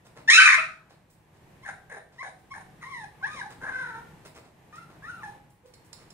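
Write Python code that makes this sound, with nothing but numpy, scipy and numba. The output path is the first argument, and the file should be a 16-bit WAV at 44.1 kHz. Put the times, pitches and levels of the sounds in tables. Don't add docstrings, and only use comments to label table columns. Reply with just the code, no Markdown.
import sys
import numpy as np
from scipy import signal
from scipy.fft import rfft, irfft, next_fast_len
from scipy.io import wavfile
from scipy.ndimage import uniform_filter1d, minimum_filter1d
from numba import njit

SR = 44100
rng = np.random.default_rng(int(sys.argv[2]) if len(sys.argv) > 2 else 0)


def store_pcm(level_fs):
    pcm = np.round(np.clip(level_fs, -1, 1) * 32767).astype(np.int16)
    wavfile.write(sys.argv[1], SR, np.atleast_2d(pcm).T)


N = 270333


def amp(db):
    return 10 ** (np.asarray(db) / 20)


def rms_one(x):
    return x / np.sqrt(np.mean(x ** 2) + 1e-20)


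def at_hz(points, hz):
    table_hz, values = np.array(points).T
    return np.interp(np.log(np.maximum(hz, 1)), np.log(table_hz), values)


def colour(x, gain):
    size = next_fast_len(x.shape[-1], real=True)
    spectrum = rfft(x, size) * gain(np.fft.rfftfreq(size, 1 / SR))
    return irfft(spectrum, size)[..., :x.shape[-1]]


def wander(size, rate):
    r = np.exp(-2 * np.pi * rate / SR)
    settling = 4000
    noise = rng.standard_normal(size + settling)
    return rms_one(signal.lfilter([1], [1, -2 * r, r * r], noise)[settling:])


@njit
def resonate(x, hz, width_hz, sr):
    y = np.zeros(len(x))
    r = np.exp(-np.pi * width_hz / sr)
    for i in range(2, len(x)):
        push = (1 - r * r) / 2 * (x[i] - x[i - 2])
        swing = 2 * r * np.cos(2 * np.pi * hz[i] / sr) * y[i - 1] - r * r * y[i - 2]
        y[i] = push + swing
    return y


def cavity(x, hz, width_hz):
    hz = hz + np.zeros(len(x))
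    once = resonate(x, hz, width_hz, SR)
    return resonate(once, hz, width_hz, SR)


# t/s, level/dB (before the random waver)
BACKGROUND_LEVEL = [(0.0, -56.5), (0.27, -53), (0.78, -63), (1.25, -59.5), (1.6, -55.5), (2.4, -58.5),
                    (3.31, -54.5), (3.94, -52.5), (4.461, -63), (4.8, -56), (5.16, -51.5), (5.6, -61),
                    (6.13, -55.5)]
# f/Hz, relative level/dB (per Hz)
BACKGROUND_TONE = [(15, -38), (25, -3), (49, -9), (156, 1), (260, -12.5), (322, -8.5), (598, -15),
                   (871, -12), (1380, -22), (1750, -18), (4870, -33.5), (9300, -34), (10600, -36.5),
                   (14300, -37.5), (15500, -47.5)]
# f/Hz, likeness (0-1)
LEFT_RIGHT_LIKENESS = [(60, .9), (180, .94), (350, .85), (700, .4), (2000, .2), (8000, .1)]


def background():
    mid, side = rng.standard_normal((2, N))
    mid = colour(mid, lambda hz: amp(at_hz(BACKGROUND_TONE, hz)) * np.sqrt(1 + at_hz(LEFT_RIGHT_LIKENESS, hz)))
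    side = colour(side, lambda hz: amp(at_hz(BACKGROUND_TONE, hz)) * np.sqrt(1 - at_hz(LEFT_RIGHT_LIKENESS, hz)))
    left_right = rms_one(np.array([mid + side, mid - side]))
    level_db = np.interp(np.arange(N) / SR, *np.transpose(BACKGROUND_LEVEL))
    waver_db = 2.2 * wander(N, 1.3)
    return amp(level_db + waver_db) * left_right


# t/s,
# level/dB (of the grit before its swell and fade), fade time/s,
# brightness/dB per octave (flattening out in the bass)
SCUFFS_AND_THUMPS = [(0.053, -55.5, 0.038, -6.5), (0.16, -48.5, 0.069, -10), (0.899, -54.5, 0.039, -8.5),
                     (0.93, -61.5, 0.031, -11.5), (1.099, -65.5, 0.059, 1.5), (1.34, -64, 0.05, -8),
                     (2.12, -58.5, 0.08, -9), (2.388, -70, 0.045, 2), (3.35, -42.5, 0.025, -11),
                     (3.504, -48, 0.037, -7.5), (3.625, -45, 0.03, -11), (4.209, -58.5, 0.05, -10),
                     (4.252, -46, 0.03, -6.5), (4.347, -49.5, 0.066, -8), (4.439, -56.5, 0.06, -9.5),
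                     (4.757, -51, 0.022, -6), (4.888, -53.5, 0.084, -12), (5.349, -55, 0.037, -15),
                     (5.499, -67.5, 0.048, 4), (5.659, -62.5, 0.042, -4), (5.849, -64.5, 0.033, 0),
                     (5.97, -56, 0.078, -7.5)]


def scuffs_and_thumps():
    out = np.zeros(N)
    size = 6000
    for s, level_db, fade_s, tilt_db in SCUFFS_AND_THUMPS:
        t = np.arange(size) / SR / fade_s
        grit = rng.standard_normal(size) * amp(3.0 * wander(size, 200))
        grit = rms_one(colour(grit, lambda hz: amp(tilt_db * np.log2(hz / 1000 + 0.51)) * hz / (hz + 300)))
        swell_and_fade = np.minimum(4 * t, 1) * np.exp(-t * t)
        start = round((s - .006) * SR)
        out[start:start + size] += (amp(level_db) * grit * swell_and_fade)[:N - start]
    return out


# f/Hz, fall time/s
ECHO_FALL = [(300, 0.67), (1000, 0.37), (2500, 0.36), (6000, 0.39), (12000, 0.37)]
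FIRST_WALL_S, LEFT_LAG_S = .0055, .00012


def pen(x):
    t = np.arange(SR) / SR
    white = rng.standard_normal((2, SR))
    low_edges = 100 * 2 ** np.arange(8.)
    echoes = 0
    for low, high in zip(low_edges, np.minimum(low_edges * 2, .45 * SR)):
        centre = np.sqrt(low * high)
        band = signal.sosfilt(signal.butter(2, [low, high], "band", fs=SR, output="sos"), white)
        alike = at_hz(LEFT_RIGHT_LIKENESS, centre)
        band[1] = alike * band[0] + np.sqrt(1 - alike ** 2) * band[1]
        t60 = at_hz(ECHO_FALL, centre)
        echoes = echoes + band * amp(-60 * t / t60) / np.sqrt(t60)
    echoes = echoes * (t > FIRST_WALL_S)
    response = echoes / np.sqrt(np.sum(echoes ** 2) / 2)
    response[0, round(LEFT_LAG_S * SR)] += 1
    response[1, 0] += 1
    return signal.fftconvolve(x[None], response, axes=1)[:, :N]


CLEAR, REEDY, HUSKY, HARSH, HOARSE = .05, .2, .33, .5, .75
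# t/s, pitch f/Hz (before jitter), voice level/dB
# (before throb), mouth over throat level/dB (how open the mouth is)
PUPPY_CRIES = [ (CLEAR, 1070, 1830, 4.4, -31, [(0.275, 854, -31, 16), (0.287, 905.5, -11.5, 24),
               (0.297, 980, -8.5, 32.5)]), (HUSKY, 1570, 1827, 7.5, -17, [(0.297, 1031, -9, 27.5),
               (0.341, 1312, -16.5, 19), (0.385, 1314, -17, 13)]),
               (REEDY, 1100, 1900, -10.5, -22, [(0.362, 1325, -29, 23), (0.386, 1553, -7.5, 35),
               (0.416, 1544, -12, 16), (0.5, 1447, -28.5, 16)]),
               (HARSH, 1800, 1700, 25, -30, [(0.385, 1296, -11.5, 36), (0.441, 1281, -14.5, 32),
               (0.473, 1153, -12, 35), (0.556, 1102, -20.5, 47.5)]),
               (HARSH, 976, 1430, 9, -71, [(0.564, 628, -33.5, 12.5), (0.588, 635.4, -25.5, 4),
               (0.63, 621.8, -41.5, 17)]), (CLEAR, 1030, 1900, 2, -60, [(1.62, 972, -78.5, 10),
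               (1.636, 1057, -49, 12), (1.648, 1125, -49, 9.5)]),
               (HOARSE, 705, 1645, -18, -60.5, [(1.648, 966, -40.5, 20.5), (1.688, 836, -39, 13.5),
               (1.75, 797, -52.5, 6)]), (HOARSE, 666, 1704, -17.5, -64, [(1.895, 511.2, -51.5, 11.5),
               (1.927, 505, -45.5, 8.5), (1.953, 411.4, -44, 0.5), (2.0, 415, -50, 4.5)]),
               (CLEAR, 1100, 1990, -1, -57.5, [(2.18, 873, -57.5, 21), (2.194, 1002, -38, 10),
               (2.226, 1150, -39, -4.5)]), (HOARSE, 650, 1670, -21, -54, [(2.226, 975, -34, 11.5),
               (2.26, 867, -47.5, 1.5), (2.3, 799, -55, -7.5)]),
               (CLEAR, 1070, 1920, 0, -54, [(2.503, 1036, -59, 4), (2.519, 1109, -37, 2),
               (2.538, 1013, -51, -4)]), (HOARSE, 760, 1670, -13, -65, [(2.538, 824, -46.5, 18),
               (2.57, 860, -46, 2), (2.63, 834, -60, 5.5)]),
               (HOARSE, 1220, 1930, -8, -59, [(2.81, 1150, -62, 10.5), (2.825, 1185, -52.5, 3.5),
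               (2.834, 1180, -40.5, 4)]), (REEDY, 1090, 1830, -21.5, -58.5, [(2.834, 929, -45, 10),
               (2.9, 1170, -47.5, 6.5), (2.942, 1003, -42, 14.5), (3.012, 883, -45.5, -3),
               (3.05, 842, -39.5, -9.5)]), (REEDY, 1030, 1600, -2.5, -69, [(3.205, 1036, -68, 17),
               (3.217, 1066, -45, 4.5), (3.224, 1050, -48, 2)]),
               (CLEAR, 930, 1590, -21, -56.5, [(3.224, 726, -37, 8.5), (3.246, 842, -26.5, 19),
               (3.265, 1002, -39, 24)]), (REEDY, 915, 2030, -12.5, -49.5, [(3.265, 1058, -38.5, -12),
               (3.291, 1232, -53, 4), (3.333, 1243, -44.5, -2), (3.367, 1117, -47.5, 4),
               (3.41, 935, -38, -0.5)]), (HUSKY, 880, 1640, -28, -57.5, [(3.41, 860, -36, 24),
               (3.417, 827, -29.5, 24), (3.426, 814, -39, 4), (3.47, 857.6, -42, -8), (3.49, 810, -49, 0)]),
               (HOARSE, 816, 1600, -34.5, -63.5, [(3.605, 543, -56, 8), (3.627, 525, -40.5, 10),
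               (3.665, 526.7, -38, 12.5), (3.683, 546, -44, 11), (3.695, 562, -35, 13),
               (3.71, 557, -46, 2)]), (HUSKY, 850, 1560, -28, -62.5, [(3.71, 509, -43, 8),
               (3.74, 508.3, -35, 24), (3.8, 507.8, -35.5, 17.5), (3.896, 465.5, -42, 14),
               (4.0, 449.7, -46.5, 3.5), (4.02, 437, -63.5, 7.5)]),
               (REEDY, 1420, 1460, -11, -61.5, [(4.725, 600, -52.5, 15), (4.761, 620, -53.5, 14.5),
               (4.787, 713, -40, 9), (4.8, 675, -55.5, 1), (4.85, 678, -52, 8.5)]),
               (REEDY, 2100, 1150, -13.5, -66.5, [(5.022, 1600, -50, 12.5), (5.044, 1747, -44, 8.5),
               (5.075, 1950, -51.5, 14.5)]), (REEDY, 1290, 1440, -4.5, -62, [(5.03, 1048, -60.5, 17),
               (5.102, 1510, -38, 6.5), (5.134, 1378, -50.5, -9), (5.174, 1373, -47.5, 6.5),
               (5.214, 1172, -53, 16.5), (5.23, 990, -40.5, 3.5)]),
               (HUSKY, 880, 1680, -19, -61.5, [(5.23, 907, -43.5, 9.5), (5.258, 806.5, -37.5, 0.5),
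               (5.28, 793.3, -45, -14.5), (5.35, 868, -59, -4)]),
               (CLEAR, 430, 1660, -21.5, -87, [(5.63, 493, -74, -25.5), (5.658, 503, -49, -23),
               (5.675, 490, -68, -22)]), ]
# f/Hz, relative level/dB (per Hz), heard only above 2500 Hz
BREATH_TONE = [(1530, -41.5), (2600, -22), (2970, -12.5), (3600, -10), (4000, -8), (4350, -20),
               (4900, -18.5), (5400, -13), (5900, -14), (6680, -9), (7690, -26.5), (9240, -17.5),
               (10200, -43), (11800, -38.5), (14000, -55)]
# f/Hz, gain/dB per dB of softness
SOFT_CRY_SHEEN = [(7000, 0.0), (9000, 0.16), (10200, 0.57), (11500, 0.25)]
THROAT_WIDTH_HZ, MOUTH_WIDTH_HZ = 400, 330
FRONT_HZ, FRONT_WIDTH_HZ, CHEST_HZ, CHEST_WIDTH_HZ = 2400, 500, 510, 100.0
THROAT_FOLLOWS, MOUTH_FOLLOWS, BREATH_FOLLOWS = 0.41, 0.21, 0.67


def cry(rough, throat_hz, mouth_hz, front_db, breath_db, contour):
    s, *columns = np.transpose(contour)
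    i = np.arange(round(s[0] * SR), round(s[-1] * SR))
    pitch, level_db, mouth_db = [np.interp(i / SR, s, column) for column in columns]
    strain = pitch / pitch.mean()
    below_peak_db = level_db - level_db.max()

    jitter = .2 * rough ** 1.5 * wander(len(i), 120)
    phase = 2 * np.pi * np.cumsum(pitch * (1 + jitter)) / SR
    pulses = sum(np.cos(k * phase) * (k * pitch < 6000) / k ** .5 for k in range(1, 13))
    gate = (1 + np.cos(phase)) / 2
    fold_noise, breath_noise = rng.standard_normal((2, len(i)))
    folds = (1 - .7 * rough) * pulses + 3 * rough ** 2 * gate * fold_noise

    throat = cavity(folds, throat_hz * strain ** THROAT_FOLLOWS, THROAT_WIDTH_HZ)
    mouth = amp(mouth_db) * cavity(folds, mouth_hz * strain ** MOUTH_FOLLOWS, MOUTH_WIDTH_HZ)
    front = amp(front_db) * cavity(folds, FRONT_HZ, FRONT_WIDTH_HZ)
    chest = amp(-16.5) * cavity(pulses, CHEST_HZ, CHEST_WIDTH_HZ)
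    voice = throat - mouth + front + chest
    voice = voice / np.sqrt(uniform_filter1d(voice ** 2, size=1300) + 1e-9)

    def breath_gain(hz):
        tone_db = at_hz(BREATH_TONE, hz) - level_db.max() * at_hz(SOFT_CRY_SHEEN, hz)
        return amp(tone_db) * (hz > 2500)

    overtones = .55 * (1 - rough) * pulses + (.4 + rough) * gate * breath_noise
    hiss = rms_one(colour(overtones, breath_gain))

    throb = amp(8 * np.sqrt(rough) * np.tanh(wander(len(i), 35)))
    edges = np.clip(np.minimum(i - i[0], i[-1] - i) / (.003 * SR), 0, 1)
    breath_level = amp(breath_db + BREATH_FOLLOWS * below_peak_db)
    out = np.zeros(N)
    out[i] = throb * edges * (amp(level_db) * voice + breath_level * hiss)
    return out


# t/s, peak level/dB (before the walls answer)
CLAW_TICKS = [(4.7585, -51), (5.7397, -44), (5.9316, -32.5), (6.106, -41)]
# f/Hz, relative level/dB (at the start), time to fall by 60 dB/s
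CLAW_MODES = [(4310, 5, 0.0061), (5390, 10.5, 0.0028), (7170, 5.5, 0.0049), (9350, 4, 0.003),
              (13500, -8.5, 0.00088)]


def claws():
    out = np.zeros(N)
    t = np.arange(1000) / SR
    ring = sum(amp(db - 60 * t / t60) * np.sin(2 * np.pi * hz * t) for hz, db, t60 in CLAW_MODES)
    for s, peak_db in CLAW_TICKS:
        skid = rng.standard_normal(len(t)) * t * np.exp(-t / .0025)
        tick = np.convolve(skid, ring)
        tick = amp(peak_db) * tick / np.abs(tick).max()
        start = round(s * SR - 130)
        out[start:start + len(tick)] += tick[:N - start]
    return out


# f/Hz, left over right level/dB
BODY_SHADING = [(200, 2.5), (700, -2), (1290, 2.5), (2380, 1.5), (4400, -5), (8120, -14), (14000, 5)]
CLAW_ECHO_DB = -1


def scene():
    ticks = claws()
    echoing_share = amp(CLAW_ECHO_DB)
    puppies = sum(cry(*entry) for entry in PUPPY_CRIES)
    heard = pen(puppies + scuffs_and_thumps() + echoing_share * ticks) + (1 - echoing_share) * ticks
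    shaded = colour(heard, lambda hz: amp(at_hz(BODY_SHADING, hz) * [[.5], [-.5]]))
    return shaded + background()


CUTOFF_HZ = 15650


def record(dry):
    room_left = np.minimum(.9 / (np.abs(dry).max(axis=0) + 1e-9), 1)
    gain = uniform_filter1d(minimum_filter1d(room_left, size=441), size=441)
    thinned = signal.sosfilt(signal.butter(2, 35, "high", fs=SR, output="sos"), dry * gain)
    return signal.sosfilt(signal.ellip(12, .3, 70, CUTOFF_HZ, fs=SR, output="sos"), thinned)


dry = scene()
out = record(dry)
store_pcm(out)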